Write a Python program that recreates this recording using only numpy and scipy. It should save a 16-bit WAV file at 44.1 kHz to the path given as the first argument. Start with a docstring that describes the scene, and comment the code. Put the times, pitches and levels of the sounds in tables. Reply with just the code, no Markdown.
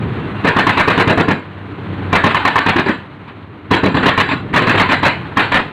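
"""An excavator's hydraulic breaker hammers a concrete pavement in five bursts, about nine blows a second.
Each blow clangs the steel housing, rings the chisel and thumps the slab; then the tool rebounds and
clatters, and the street answers. Underneath, the excavator's diesel drones, cars roll past and a brake
squeaks faintly, with traffic in the distance. One small microphone in the street, overloaded by blows."""
import sys
import numpy as np
from scipy import signal
from scipy.fft import rfft, irfft
from scipy.io import wavfile
from scipy.ndimage import uniform_filter1d

SR = 44100
rng = np.random.default_rng(int(sys.argv[2]) if len(sys.argv) > 2 else 0)


def store_wav(level_fs):
    """Save 16-bit WAV to argv[1]."""
    pcm = np.round(np.clip(np.atleast_2d(level_fs), -1, 1) * 32767)
    wavfile.write(sys.argv[1], SR, pcm.T.astype(np.int16))


N = 252252
TIME = np.arange(N) / SR
AGE = np.arange(SR // 2) / SR  # seconds since a sound began

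# Spectrum of clattering steel. Each row: frequency in Hz, relative level in dB.
STEEL_CLATTER = [(300, -14), (560, -8), (740, -6), (1020, .5), (1330, -3.7), (1680, .4), (2100, -5.7),
                 (2600, -6.8), (3300, -13.5), (4200, -16.5), (5500, -47), (8600, -44.5), (10200, -59),
                 (16000, -69)]
# Spectrum of thudding concrete. Each row: frequency in Hz, relative level in dB.
CONCRETE_THUD = [(25, -49), (65, -15), (100, -4.5), (165, 4.5), (215, 5.5), (280, 3.5), (360, 3),
                 (450, 0.5), (600, -5.5), (1100, -15), (6000, -110)]
# Spectrum of engine and road rumble. Each row: frequency in Hz, relative level in dB.
LOW_RUMBLE = [(20, -28), (55, -20), (80, -3.5), (110, 1.5), (170, 0), (230, -5.5), (320, -4.5), (480, -12),
              (750, -44), (5000, -99)]


def amp(db):
    """Decibels to gain."""
    return 10 ** (np.asarray(db) / 20)


def unit(x):
    """Scales to rms 1."""
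    return x / np.sqrt(np.mean(x ** 2) + 1e-20)


def add(mix, s, sound):
    """Mixes a sound in at s seconds."""
    part = mix[max(round(s * SR), 0):][:len(sound)]
    part += sound[:len(part)]


def colour(x, spectrum, bright_db=0):
    """Gives x a spectrum, with a broad lift around 3.3 kHz for brightness; rms 1."""
    hz = np.fft.rfftfreq(len(x), 1 / SR) + 1
    corner_hz, corner_db = np.transpose(spectrum)
    shape_db = np.interp(np.log(hz), np.log(np.sort(corner_hz)), corner_db)
    lift_db = bright_db * np.exp(-(np.log2(hz / 3300) / 0.65) ** 2)
    return unit(irfft(rfft(x) * amp(shape_db + lift_db), len(x)))


def smooth_noise(length, rate_hz):
    """A random wander, mostly slower than rate_hz; rms 1."""
    hz = np.fft.rfftfreq(length, 1 / SR)
    return unit(irfft(rfft(rng.standard_normal(length)) / (1 + (hz / rate_hz) ** 4), length))


def onset(rise):
    """A smooth start over about rise seconds."""
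    return 1 - np.exp(-(AGE / rise) ** 2)


def until(end):
    """Stays open, then closes softly at end seconds."""
    return np.exp(-(AGE / end) ** 8)


def swell(delay, rise, t60):
    """Envelope of one arrival: a delay, a smooth rise and an exponential decay, all in seconds."""
    age = np.maximum(AGE - delay, 0)
    return (1 - np.exp(-(age / rise) ** 2)) * amp(-60 * age / t60)


def scatter(path, alike, spectrum, bright_db=0):
    """Dense reflections: a share alike is the same at every blow; resonances shift with the tool."""
    paths = rfft(np.sqrt(alike) * path + np.sqrt(1 - alike) * rng.standard_normal(len(AGE)))
    ripple_db = 3 * unit(uniform_filter1d(rng.standard_normal(len(paths)), size=75))
    reflections = colour(irfft(paths * amp(ripple_db), len(AGE)), spectrum, bright_db)
    return reflections / np.std(reflections[:SR // 20])  # the first 50 ms set the level


def ring(modes, detune, pitch=1):
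    """Damped modes, struck a little differently each time."""
    out = 0
    for hz, db, t60 in modes:
        struck_hz = hz * pitch * (1 + detune * rng.standard_normal())
        out += amp(db - 60 * AGE / t60) * np.sin(2 * np.pi * (struck_hz * AGE + rng.random()))
    return out


def engine(firing_hz):
    """Exhaust harmonics on an unsteady firing rate, with a puff of noise at each firing."""
    # The exhaust note. Each row: multiple of the firing rate, relative level in dB.
    harmonics = [(1, 4.5), (2, -3.5), (3, -5.5), (4, -12), (6, -13)]
    firings = np.cumsum(firing_hz * (1 + 0.013 * smooth_noise(N, rate_hz=15))) / SR
    note = sum(amp(db) * np.sin(2 * np.pi * (k * firings + rng.random())) for k, db in harmonics)
    puffs = colour(rng.standard_normal(N) * np.exp(-(firings % 1) / 0.12), LOW_RUMBLE)
    waver = amp(0.61 * smooth_noise(N, rate_hz=6.8))
    return waver * (unit(note) + .5 * puffs)


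def diesel():
    """The excavator's engine holds its speed, low in the background."""
    return amp(-42.5) * engine(firing_hz=97.7)


def nearness(s, pass_s):
    """Gain of a car driving past the microphone: swells until time s, then fades just as smoothly."""
    squared_distance = 1 + ((TIME - s) / pass_s) ** 2  # 1 at its nearest
    return amp(-20.5 * np.log10(squared_distance))


def traffic():
    """Engine note, rumble and tyre noise swell as each car goes by, over the wash of distant traffic."""
    # Passing cars. Each row: moment nearest the microphone and passing time in seconds,
    # rumble in dB, tyre noise in dB, engine firings per second, engine level in dB.
    cars = [(0.351, 0.71, -20.5, -29.5, 102, -27.5), (2.33, .43, -25.5, -28, 94, -26.5),
            (5.05, .9, -24, -32.5, 99, -29)]
    # Spectrum of tyres on the road. Each row: frequency in Hz, relative level in dB.
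    tyre_spectrum = [(200, -15), (650, 3), (1050, 5), (1700, 1), (2700, -5.5), (4100, -14), (5200, -38),
                     (8500, -40.5), (10500, -44.5), (16000, -53)]
    lead_s, doppler = .32, .035  # the engine passes ahead of the tyres, falling in pitch
    engines, rumble_gain, tyre_gain = 0, amp(-37.5), amp(-47.5)  # distant traffic sets the floor
    for s, pass_s, rumble_db, tyre_db, firing_hz, engine_db in cars:
        nose = nearness(s - lead_s, 0.67 * pass_s)
        receding = np.sin(np.arctan((TIME - s + lead_s) / pass_s))
        engines += amp(engine_db) * nose * engine(firing_hz * (1 - doppler * receding))
        rumble_gain = np.hypot(rumble_gain, amp(rumble_db) * nose)
        tyre_gain = np.hypot(tyre_gain, amp(tyre_db) * nearness(s, pass_s))
    tyre_gain *= amp(smooth_noise(N, rate_hz=30))
    rumble = rumble_gain * colour(rng.standard_normal(N), LOW_RUMBLE)
    tyres = tyre_gain * colour(rng.standard_normal(N), tyre_spectrum)
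    return engines + rumble + tyres


def brake_squeaks():
    """Out on the road, a passing van's brake pad sings faintly on an unsteady pitch."""
    # Each row: start in seconds, length in seconds, level in dB, pitch in Hz.
    squeaks = [(0.198, .08, -39, 2690), (0.347, 0.074, -37, 2770)]
    out = np.zeros(N)
    for s, length, db, hz in squeaks:
        cycles = np.cumsum(hz * (1 + 0.014 * smooth_noise(len(AGE), rate_hz=130))) / SR
        add(out, s, amp(db) * np.sin(2 * np.pi * cycles) * onset(0.012) * until(length))
    return out


def breaker():
    """In the foreground the piston hits the chisel: crack, clang, thud, rebound, then the street's echo."""
    # Each row: time of a blow in seconds, force on the steel in dB, slab thud in dB,
    # looseness of the chisel's seat from 0 to 1.
    blows = [(.444, -14, -10, 0.66), (.561, -13.5, -12, 0.48), (0.666, -13.5, -12.5, 0.27),
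             (.769, -12.5, -13.5, 0.47), (.875, -13.5, -10, 0.28), (.975, -13.5, -10.5, 0.65),
             (1.072, -14.5, -8.5, 0.74), (1.173, -16.5, -7.5, 0.46), (1.28, -17.5, -10, 0.51),
             (2.127, -13, -10.5, 0.3), (2.238, -14, -10.5, 0.16), (2.344, -16.5, -19, 0),
             (2.45, -14.5, -16, 0.1), (2.556, -14, -16, 0), (2.661, -14, -13, .4), (2.759, -16, -14, 0.55),
             (2.859, -19, -17, 0.85), (3.71, -14.5, -7, 0.23), (3.833, -19.5, -6, 0.26),
             (3.943, -18.5, -9.5, 0.4), (4.057, -13, -10.5, 0.25), (4.175, -13, -14, 0.34),
             (4.287, -18, -19, 0.63), (4.535, -13, -12.5, 0.8), (4.669, -14, -11.5, 0.47),
             (4.773, -12.5, -16, 0.74), (4.888, -13.5, -17, 0.76), (5.028, -12.5, -14.5, 0.76),
             (5.369, -12.5, -13.5, 0.29), (5.517, -12.5, -16.5, 0.72)]
    # Each row: start of a burst of blows in seconds, brightness in dB, chisel ring in dB.
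    bursts = [(.4, -3, -29), (2.1, -1, -30), (3.7, 1, -25), (4.5, 0, -22.5), (5.3, -0.5, -29)]
    # The steel housing. Each row: mode frequency in Hz, relative level in dB, t60 in seconds.
    housing_modes = [(866, -2, 0.037), (1038.3, -1, 0.093), (1121, -3.5, 0.088), (1288, -12, 0.12),
                     (1634, -5.5, 0.045), (1800, -8, 0.14), (2670, -10.5, 0.046)]
    # The unloaded slab. Each row: mode frequency in Hz, relative level in dB, t60 in seconds.
    slab_modes = [(107.7, -0.5, 0.11), (178.7, -5.5, .14), (290.3, 3.5, 0.094), (442, -5, 0.093)]
    # The slab has cracked and blows carry less far down the street. Each row: start and end in seconds.
    cracked_spans = [(.93, 1.4), (2.72, 3), (4.15, 4.4)]
    slab_pitch = 0.95  # the tool's weight lowers the slab's modes
    out = np.zeros(N)
    tip, stop, casing, street, ground = rng.standard_normal((5, len(AGE)))
    for s, force_db, thud_db, loose in blows:
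        _, bright_db, chisel_db = [burst for burst in bursts if burst[0] < s][-1]
        force = amp(force_db)
        # the housing shudders as the piston comes down
        shudder = amp(-3) * scatter(casing, 0, STEEL_CLATTER) * swell(0, .01, 0.18) * until(0.011)
        add(out, s - .01, force * shudder)
        crack = tip_crack(tip, bright_db)
        # a loose seat muffles the clang
        clang = amp(11.5 - 18 * loose) * ring(housing_modes, detune=0.017) * onset(0.0018)
        add(out, s, force * (crack + clang) + amp(chisel_db) * chisel())
        add(out, s + .02, force * rebound(stop, casing, bright_db, loose))
        cracked = any(start < s < end for start, end in cracked_spans)
        echo = scatter(street, 0.13, STEEL_CLATTER, bright_db) * swell(0.033, 0.017, 0.34)
        add(out, s, force * amp(0 if cracked else 3.5) * echo)
        # the slab moves just before the steel rings, and again as the tool drops back, harder if loose
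        drop_db = thud_db - 6.5 + 9.5 * loose
        thump = ring(slab_modes, detune=0.022, pitch=slab_pitch) * onset(0.0059)
        drop = ring(slab_modes, detune=0.028, pitch=slab_pitch) * onset(0.0099)
        add(out, s - .004, amp(thud_db + 1.5) * thump)
        add(out, s + .022, amp(drop_db - 0.5) * drop)
        boom = amp(thud_db - 2.5) * swell(0, 0.0032, 0.23)
        boom += amp(drop_db - 3) * swell(0.022, 0.0075, 0.34)
        add(out, s, boom * scatter(ground, 0.35, CONCRETE_THUD))
    return out


def tip_crack(path, bright_db):
    """The hard, noisy crack of a blow at the chisel's tip."""
    # The crack's spectrum. Each row: frequency in Hz, relative level in dB.
    spectrum = [(300, -37), (600, -4), (1000, 5), (1350, -1), (1750, 3), (2700, -4.5), (4100, -11),
                (5300, -37.5), (8500, -48), (10500, -48), (16000, -75)]
    return amp(4.5) * scatter(path, 0.5, spectrum, bright_db) * swell(0, 0.0042, 0.19)


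def chisel():
    """The chisel's thin ring flutters as it shakes in its bushing, and dies after about 0.14 s."""
    # Each row: mode frequency in Hz, relative level in dB, t60 in seconds when ringing freely.
    modes = [(3960, 2, 0.61), (4300, -21, 0.33), (4700, -8, 0.3), (6100, -31, 0.49), (7458, -17.5, 0.68),
             (8150, -32, .3), (9000, -23, 0.37)]
    ringing = 0
    for mode in modes:
        partial = ring([mode], detune=0.00092)
        flutter = 0.27 + 0.33 * smooth_noise(len(AGE), rate_hz=46)
        ringing += partial * flutter
    return ringing * onset(0.00051) * until(0.14)


def rebound(stop, casing, bright_db, loose):
    """The tool bounces back, knocks against its stop and rattles in the casing, longer on a loose seat."""
    knock = scatter(stop, 0.23, STEEL_CLATTER, bright_db) * swell(0.0056, 0.0015, 0.036)
    rattle = scatter(casing, 0.36, STEEL_CLATTER, bright_db) * swell(0, 0.0051, 0.66)
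    return amp(4) * (knock + rattle * until(.02 + 0.03 * loose))


def rattles():
    """Between blows the loose chisel clatters and broken concrete shifts with a thud."""
    # Each row: start in seconds, clatter in dB, length in seconds, thud in dB.
    shifts = [(.952, -19, 0.027, -28), (2.299, -13, 0.026, -29), (3.272, -31.5, 0.051, -55),
              (4.024, -11.5, 0.081, -13), (4.614, -13, 0.079, -11), (4.738, -13.5, 0.033, -11),
              (5.239, -33, .056, -37), (5.592, -14.5, .016, -18)]
    out = np.zeros(N)
    for s, clatter_db, length, thud_db in shifts:
        steel = amp(clatter_db) * colour(rng.standard_normal(len(AGE)), STEEL_CLATTER)
        concrete = amp(thud_db) * colour(rng.standard_normal(len(AGE)), CONCRETE_THUD)
        envelope = swell(0, 0.0065, 0.31) * (0.056 + until(length))  # a faint tail lingers
        add(out, s, envelope * (steel + concrete))
    return out


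def loose_slab():
    """A freed piece of concrete knocks hollowly against its bed."""
    # Each row: start in seconds, level in dB, frequency of the upper mode in Hz.
    knocks = [(2.755, -5.5, 347), (2.786, -13, 387), (2.855, -7, 385), (2.887, -7.5, 317)]
    out = np.zeros(N)
    for s, db, hz in knocks:
        modes = [(hz, db, .13), (0.744 * hz, db, .1)]
        add(out, s, ring(modes, detune=0.01) * onset(0.0066))
    return out


def scene():
    """The roadworks and the traffic behind them, in mono from one spot in the street."""
    return (breaker() + loose_slab() + rattles() + diesel() + traffic() + brake_squeaks())[None]


def record(dry):
    """The small microphone clips hard on the blows, spitting treble; then DC blocking and a band limit."""
    clipped = np.clip(dry, -.695, .695)
    dc_blocked = signal.lfilter(*signal.butter(1, 4, "high", fs=SR), clipped)
    band_limit = signal.firwin(511, cutoff=15900, window=("kaiser", 9), fs=SR)
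    return signal.oaconvolve(dc_blocked, band_limit[None], "same")


dry = scene()
out = record(dry)
store_wav(out)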